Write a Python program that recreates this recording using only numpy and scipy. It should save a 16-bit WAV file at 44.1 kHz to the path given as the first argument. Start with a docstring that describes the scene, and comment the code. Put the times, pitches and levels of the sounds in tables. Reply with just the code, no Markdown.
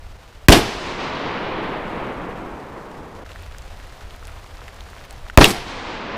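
"""Shotgun blasts in a wet clearing

Two blasts overload a small microphone, with a muzzle crack, a ground thump, a knock on a board and
brief slaps. Ground and near trunks reflect them at once; the far woods scatter back a long echo
that air absorption dulls. Light rain hisses and drips, and wind rumbles on the microphone.
Midway the first echo stops abruptly and the rain grows louder."""
import sys
import numpy as np
from scipy import signal
from scipy.fft import rfft, irfft
from scipy.io import wavfile
from scipy.ndimage import uniform_filter1d

SR = 44100
rng = np.random.default_rng(int(sys.argv[2]) if len(sys.argv) > 2 else 0)


def transcribe(u):
    """Save the signal u as a 16-bit wav file named by the first command-line argument.

    u: samples, shape (n,) or (channels, n), limited to [-1, 1]; the rate is SR.
    q: integer samples, one column per channel.
    """
    v = np.clip(np.atleast_2d(u).T, -1, 1)
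    q = np.round(v * 32767).astype(np.int16)
    wavfile.write(sys.argv[1], SR, q)


N = 272097
T = np.arange(N) / SR
ECHO_CUT_S = 3.243

# Muzzle blasts: t/s, level/dB, start of first long swing/s, growth factor of swings, 60 dB decay time/s
BLASTS = [(.4849, 19, .0019, 2.2, .052), (5.3747, 21, .0018, 2.3, .055)]
# After each blast: ground gain/dB, clearing's edge gain/dB, edge fade factor, spray hold/s, rain dip/dB
AFTERMATH = [(1.5, -1, 1.08, 0.052, 5), (-5.5, -2, 1.12, 0.092, 15)]


def blast(db, first_swing, growth, t60):
    """Pressure transient: the front rings out in a damped oscillation of ever slower swings."""
    t = np.arange(1, SR // 8) / SR
    phase = np.pi * np.log(t / first_swing) / np.log(growth)
    return -amp(db - 60 * t / t60) * np.sin(phase)


def sharp_burst(db, hz, width, length):
    """Band-limited transient: a short burst of noise, heard as a crack, thump, knock or slap."""
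    t = np.arange(2000) / SR
    burst = rng.standard_normal(len(t)) * np.exp(-(t / length) ** 3)
    band = resonate(resonate(burst, hz, width), hz, 2 * width)
    return amp(db) * band * np.sqrt(SR / (2 * np.pi * width))


def near_echo(fired, ground_db, edge_db, fade_factor, spray_hold):
    """Diffuse reflection: ground, bank and first trunks return boom and crackle, leaves a thin spray."""
    # Spectra of the three bands: f/Hz, relative density/dB
    boom_spectrum = [(30, 0), (70, -7), (130, -3), (220, -3), (310, -2.5), (400, 0.5), (520, -10.5),
                     (750, -10.5), (1100, -13), (3000, -61)]
    crackle_spectrum = [(400, -46.5), (700, 4), (1000, -3.5), (1400, -4), (3000, -4), (5600, -8),
                        (8000, -22), (11000, -45)]
    spray_spectrum = [(3000, -30), (6000, 2.5), (8000, 6.5), (11000, 5), (15400, -6), (16500, -28)]
    # A row per band: base level/dB and base fade/(dB/s) for ground, clearing's edge and tail in turn
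    decays = [(1.5, 895, -5.5, 200, -34, 26), (-9.5, 699, -11, 221, -24, 47),
              (-24, 297, -32, 398, -46.5, 90)]
    ground_s, edge_s, rise_s, release_s = 0.0082, 0.038, 0.012, 0.3
    t = T - fired
    rise = np.clip((t - edge_s) / rise_s + 1, 0, 1) ** 2
    envelopes = []
    for row, hold in zip(decays, (0, 0, spray_hold)):
        ground, ground_fade, edge, edge_fade, tail, tail_fade = row
        age = fade_factor * np.maximum(t - edge_s - hold, 0)
        from_ground = amp(ground_db + ground - ground_fade * np.maximum(t - ground_s, 0))
        from_edge = amp(edge - edge_fade * age) + amp(tail - tail_fade * age)
        envelopes.append(from_ground + rise * amp(edge_db) * from_edge)
    boom = envelopes[0] * coloured_noise(boom_spectrum, 200, 900)
    crackle = envelopes[1] * coloured_noise(crackle_spectrum, 1500, 6000)
    spray = envelopes[2] * coloured_noise(spray_spectrum, 8000, 14000)
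    returns = (t > ground_s) * (boom + air_absorption(crackle, fired) + spray)
    release_db = 150 * np.maximum(t - release_s, 0)
    return returns * amp(1.33 * flicker(0.00066) - release_db)


def far_echo(shot, fired):
    """Scattering: countless far trunks spread the blast into a rolling wash."""
    # Spectrum before absorption: f/Hz, relative density/dB
    spectrum = [(20, 1), (60, -8), (150, -0.5), (350, 2), (500, 1), (700, -1), (1000, 1.5), (1400, -3),
                (2500, -3), (4000, -4.5), (7000, -10), (16000, -19.5)]
    # Contour of the roll, one list per blast: t/s, level before absorption/dB
    contours = [
        [(.66, -31), (.78, -33), (.9, -29), (.97, -30.5), (1.01, -27.5), (1.74, -24.5), (2.05, -26.5),
         (2.6, -32), (3.2, -35.5)],
        [(5.56, -35.5), (5.655, -39.5), (5.7, -33), (6.17, -29.5)],
    ]
    times, level_db = np.transpose(contours[shot])
    roll = air_absorption(coloured_noise(spectrum, 200, 2000), fired)
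    grain_db = 0.22 * flicker(0.002) + 0.65 * flicker(0.053)  # single trunks stand out
    rise = np.clip((T - fired) / (times[0] - fired), 0, 1)
    return amp(np.interp(T, times, level_db) + grain_db) * rise * roll


def air_absorption(x, fired):
    """Atmospheric absorption: the loss grows with frequency and with travel time since the shot."""
    hz, t, spectra = signal.stft(x, SR, nperseg=256, noverlap=192)
    db_per_s = 15 * (hz[:, None] / 4000) ** 1.52
    loss_db = db_per_s * np.maximum(t - fired, 0)
    return signal.istft(spectra / amp(loss_db), SR, nperseg=256, noverlap=192)[1][:N]


def drip(db, hz):
    """Impact excitation: a sharp splash drives a damped resonance; low drops plop, high ones tick."""
    splash_cycles = 1.74
    damping = 0.45 * (hz / 1000) ** 0.47
    t = np.arange(500) / SR
    splash = rng.standard_normal(len(t)) * np.exp(-t * hz / splash_cycles)
    splash[0] += 2.5  # first contact
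    body = resonate(resonate(splash, hz, damping * hz), 1.15 * hz, 1.3 * hz)
    return amp(db) * body / abs(body).max()


def patter():
    """Shot noise: small drops fall at random on eight resonances; a few are large, bright ones faint."""
    drops_per_s = 300
    sizes = amp(6.2 * np.minimum(rng.exponential(1, N), 3))
    impacts = sizes * (rng.random(N) < drops_per_s / SR)
    band = rng.integers(0, 8, N)
    return sum(resonate(resonate(impacts * (band == k), hz, 0.87 * hz), hz, 0.87 * hz) / hz ** 1.7
               for k, hz in enumerate(np.geomspace(1300, 8000, 8)))


def rain():
    """Incoherent summation: rain merges into a hiss with patter on top; both sink after each blast."""
    # Spectrum of the hiss: f/Hz, relative density/dB
    spectrum = [(71, -38), (120, 1.5), (157, -5), (261, -10.5), (463, -7), (684, -5.5), (1260, -10),
                (4140, -19), (14200, -35), (15000, -31), (16000, -62)]
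    hiss = coloured_noise(spectrum, 9000, 12500) * amp(1.2 * flicker(0.012))
    drops = amp(4.5 + 8.3 * (T > ECHO_CUT_S)) * unit_rms(patter())
    gain_db = np.where(T > ECHO_CUT_S, -66, -69)
    for (fired, *_), (*_, dip_db) in zip(BLASTS, AFTERMATH):
        gain_db = gain_db - dip_db * np.interp(T - fired, [0.2, 0.45, 0.85, 1.3], [0, 1, 1, 0])
    return amp(gain_db) * (hiss + drops)


def wind():
    """Turbulence: gusts press unevenly on the microphone and make it rumble."""
    # Spectrum of the rumble: f/Hz, relative density/dB
    spectrum = [(8.8, -28), (15, -4), (43, -2.5), (65, -7.5), (92, -6.5), (114, -30), (145, -43),
                (250, -54.5), (320, -55), (550, -120)]
    # Gust contour: t/s, level/dB
    gusts = [(0.0, -39), (0.31, -44), (0.65, -46), (0.86, -39.5), (1.65, -55), (1.91, -43.5), (2.63, -46.5),
             (3.11, -44), (3.52, -38), (4.54, -41), (4.64, -40.5), (4.91, -39.5), (5.14, -41), (5.4, -39),
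             (5.82, -42), (6.17, -51)]
    rumble = coloured_noise(spectrum, 20, 90)
    return amp(np.interp(T, *np.transpose(gusts)) + 2.1 * flicker(0.03)) * rumble


def amp(db):
    """Decibel law: the amplitude ratio of a level."""
    return 10 ** (np.asarray(db) / 20)


def unit_rms(x):
    """Normalisation to a mean power of 1."""
    return x / np.sqrt(np.mean(x ** 2) + 1e-20)


def coloured_noise(spectrum, low_hz, high_hz):
    """Spectral shaping of white noise, to rms 1 between low_hz and high_hz."""
    corners, db = np.transpose(spectrum)
    hz = np.fft.rfftfreq(N, 1 / SR)
    gain = amp(np.interp(np.log(hz + 1), np.log(corners), db))
    band = (hz > low_hz) & (hz < high_hz)
    return irfft(rfft(rng.standard_normal(N)) * gain, N) / np.sqrt(np.mean(band * gain ** 2))


def flicker(seconds):
    """Low-pass noise: a smooth random fluctuation on the given time scale."""
    size = max(round(seconds * SR), 1)
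    return unit_rms(uniform_filter1d(uniform_filter1d(rng.standard_normal(N), size), size))


def resonate(x, hz, width):
    """Damped resonance with a bandwidth in Hz and a peak gain near 1 when narrow."""
    pole = np.exp((2j * np.pi * hz - np.pi * width) / SR)
    return 2 * signal.lfilter([1 - abs(pole)], [1, -pole], x).real


def add(mix, start_s, sound):
    """Superposition of a delayed sound on the mix."""
    part = mix[round(start_s * SR):][:len(sound)]
    part += sound[:len(part)]


def scene():
    """Linear superposition: blasts, bursts, echoes and weather sum at one point."""
    # Short sharp bursts at and just after each shot (muzzle crack, ground thump, a knock on the
    # board and brief slaps): t/s, level/dB, f/Hz, bandwidth/Hz, length/s
    bursts = [(.485, 14, 1640, 1170, 0.0036), (.494, 0.5, 477, 412, 0.0064),
              (.5217, -5.5, 2770, 3500, 0.012), (.553, -20, 2000, 3000, 0.0066),
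              (5.3748, 19.5, 1720, 1280, 0.00256), (5.384, 5, 526, 500, 0.0093),
              (5.412, -10, 880, 900, 0.019), (5.4428, 17, 2850, 910, 0.0025),
              (5.451, -10.5, 2950, 2000, 0.013), (5.505, -24.5, 4000, 4000, 0.016)]
    # The nearest drops: t/s, peak level/dB, f/Hz
    drops = [(.2783, -38, 3000), (0.3264, -38.5, 1353), (2.915, -36, 3500), (3.1513, -39, 4500),
             (3.262, -29, 1560), (3.2924, -30, 2220), (3.318, -29, 2500), (3.3592, -26, 1500),
             (3.425, -29, 9980), (3.463, -34, 5260), (3.5472, -30.5, 1430), (3.5844, -25, 5000),
             (3.6217, -33, 5110), (3.8437, -34, 2040), (4.0107, -32, 1610), (4.108, -28.5, 3240),
             (3.7916, -36, 9500), (3.8277, -37, 2800), (3.8722, -37, 8500), (3.925, -33, 10000),
             (4.163, -31, 9000), (4.227, -31.5, 1150), (4.253, -29, 5120), (4.2719, -24, 9000),
             (4.281, -30, 8000), (4.2924, -35, 1280), (4.444, -32, 1120), (4.463, -33, 3600),
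             (4.571, -30.5, 2740), (4.591, -30, 1000), (4.6173, -29, 1230), (4.6806, -26.5, 1740),
             (4.641, -36, 10500), (4.7447, -35, 6230), (4.8074, -26, 3000), (4.8385, -36, 5400),
             (4.9038, -33, 8000), (4.994, -37, 3800), (5.012, -32.5, 1420), (5.0515, -29, 9000),
             (5.1089, -24.5, 4500), (5.1277, -27, 9000), (5.299, -19, 1320)]
    # Brief dips in weather and far echo: deepest point t/s, fall/s, recovery/s
    dips = [(0.483, 0.024, 0.003), (3.245, 0.0097, 0.0047), (5.378, 0.025, .002)]
    mix, near = rain() + wind(), np.zeros(N)
    for start, db, hz in drops:
        add(mix, start, drip(db, hz))
    for shot, ((fired, *_), (*reflection, _)) in enumerate(zip(BLASTS, AFTERMATH)):
        audible = (T < ECHO_CUT_S) == (fired < ECHO_CUT_S)
        mix += far_echo(shot, fired) * audible
        near += near_echo(fired, *reflection)
    for deepest, fall, recovery in dips:
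        mix *= np.interp(T, [deepest - fall, deepest, deepest + recovery], [1, 0.03, 1])
    mix += near
    for table, source in (BLASTS, blast), (bursts, sharp_burst):
        for start, *settings in table:
            add(mix, start, source(*settings))
    return mix[None]


def record(dry):
    """Saturation: the overloaded microphone clips hard, then a low-pass limits the bandwidth."""
    clipped = np.clip(dry, -1, 1)
    low_pass = signal.firwin(255, cutoff=15600, window=("kaiser", 8), fs=SR)
    return signal.oaconvolve(clipped, low_pass[None], "same")


dry = scene()
out = record(dry)
transcribe(out)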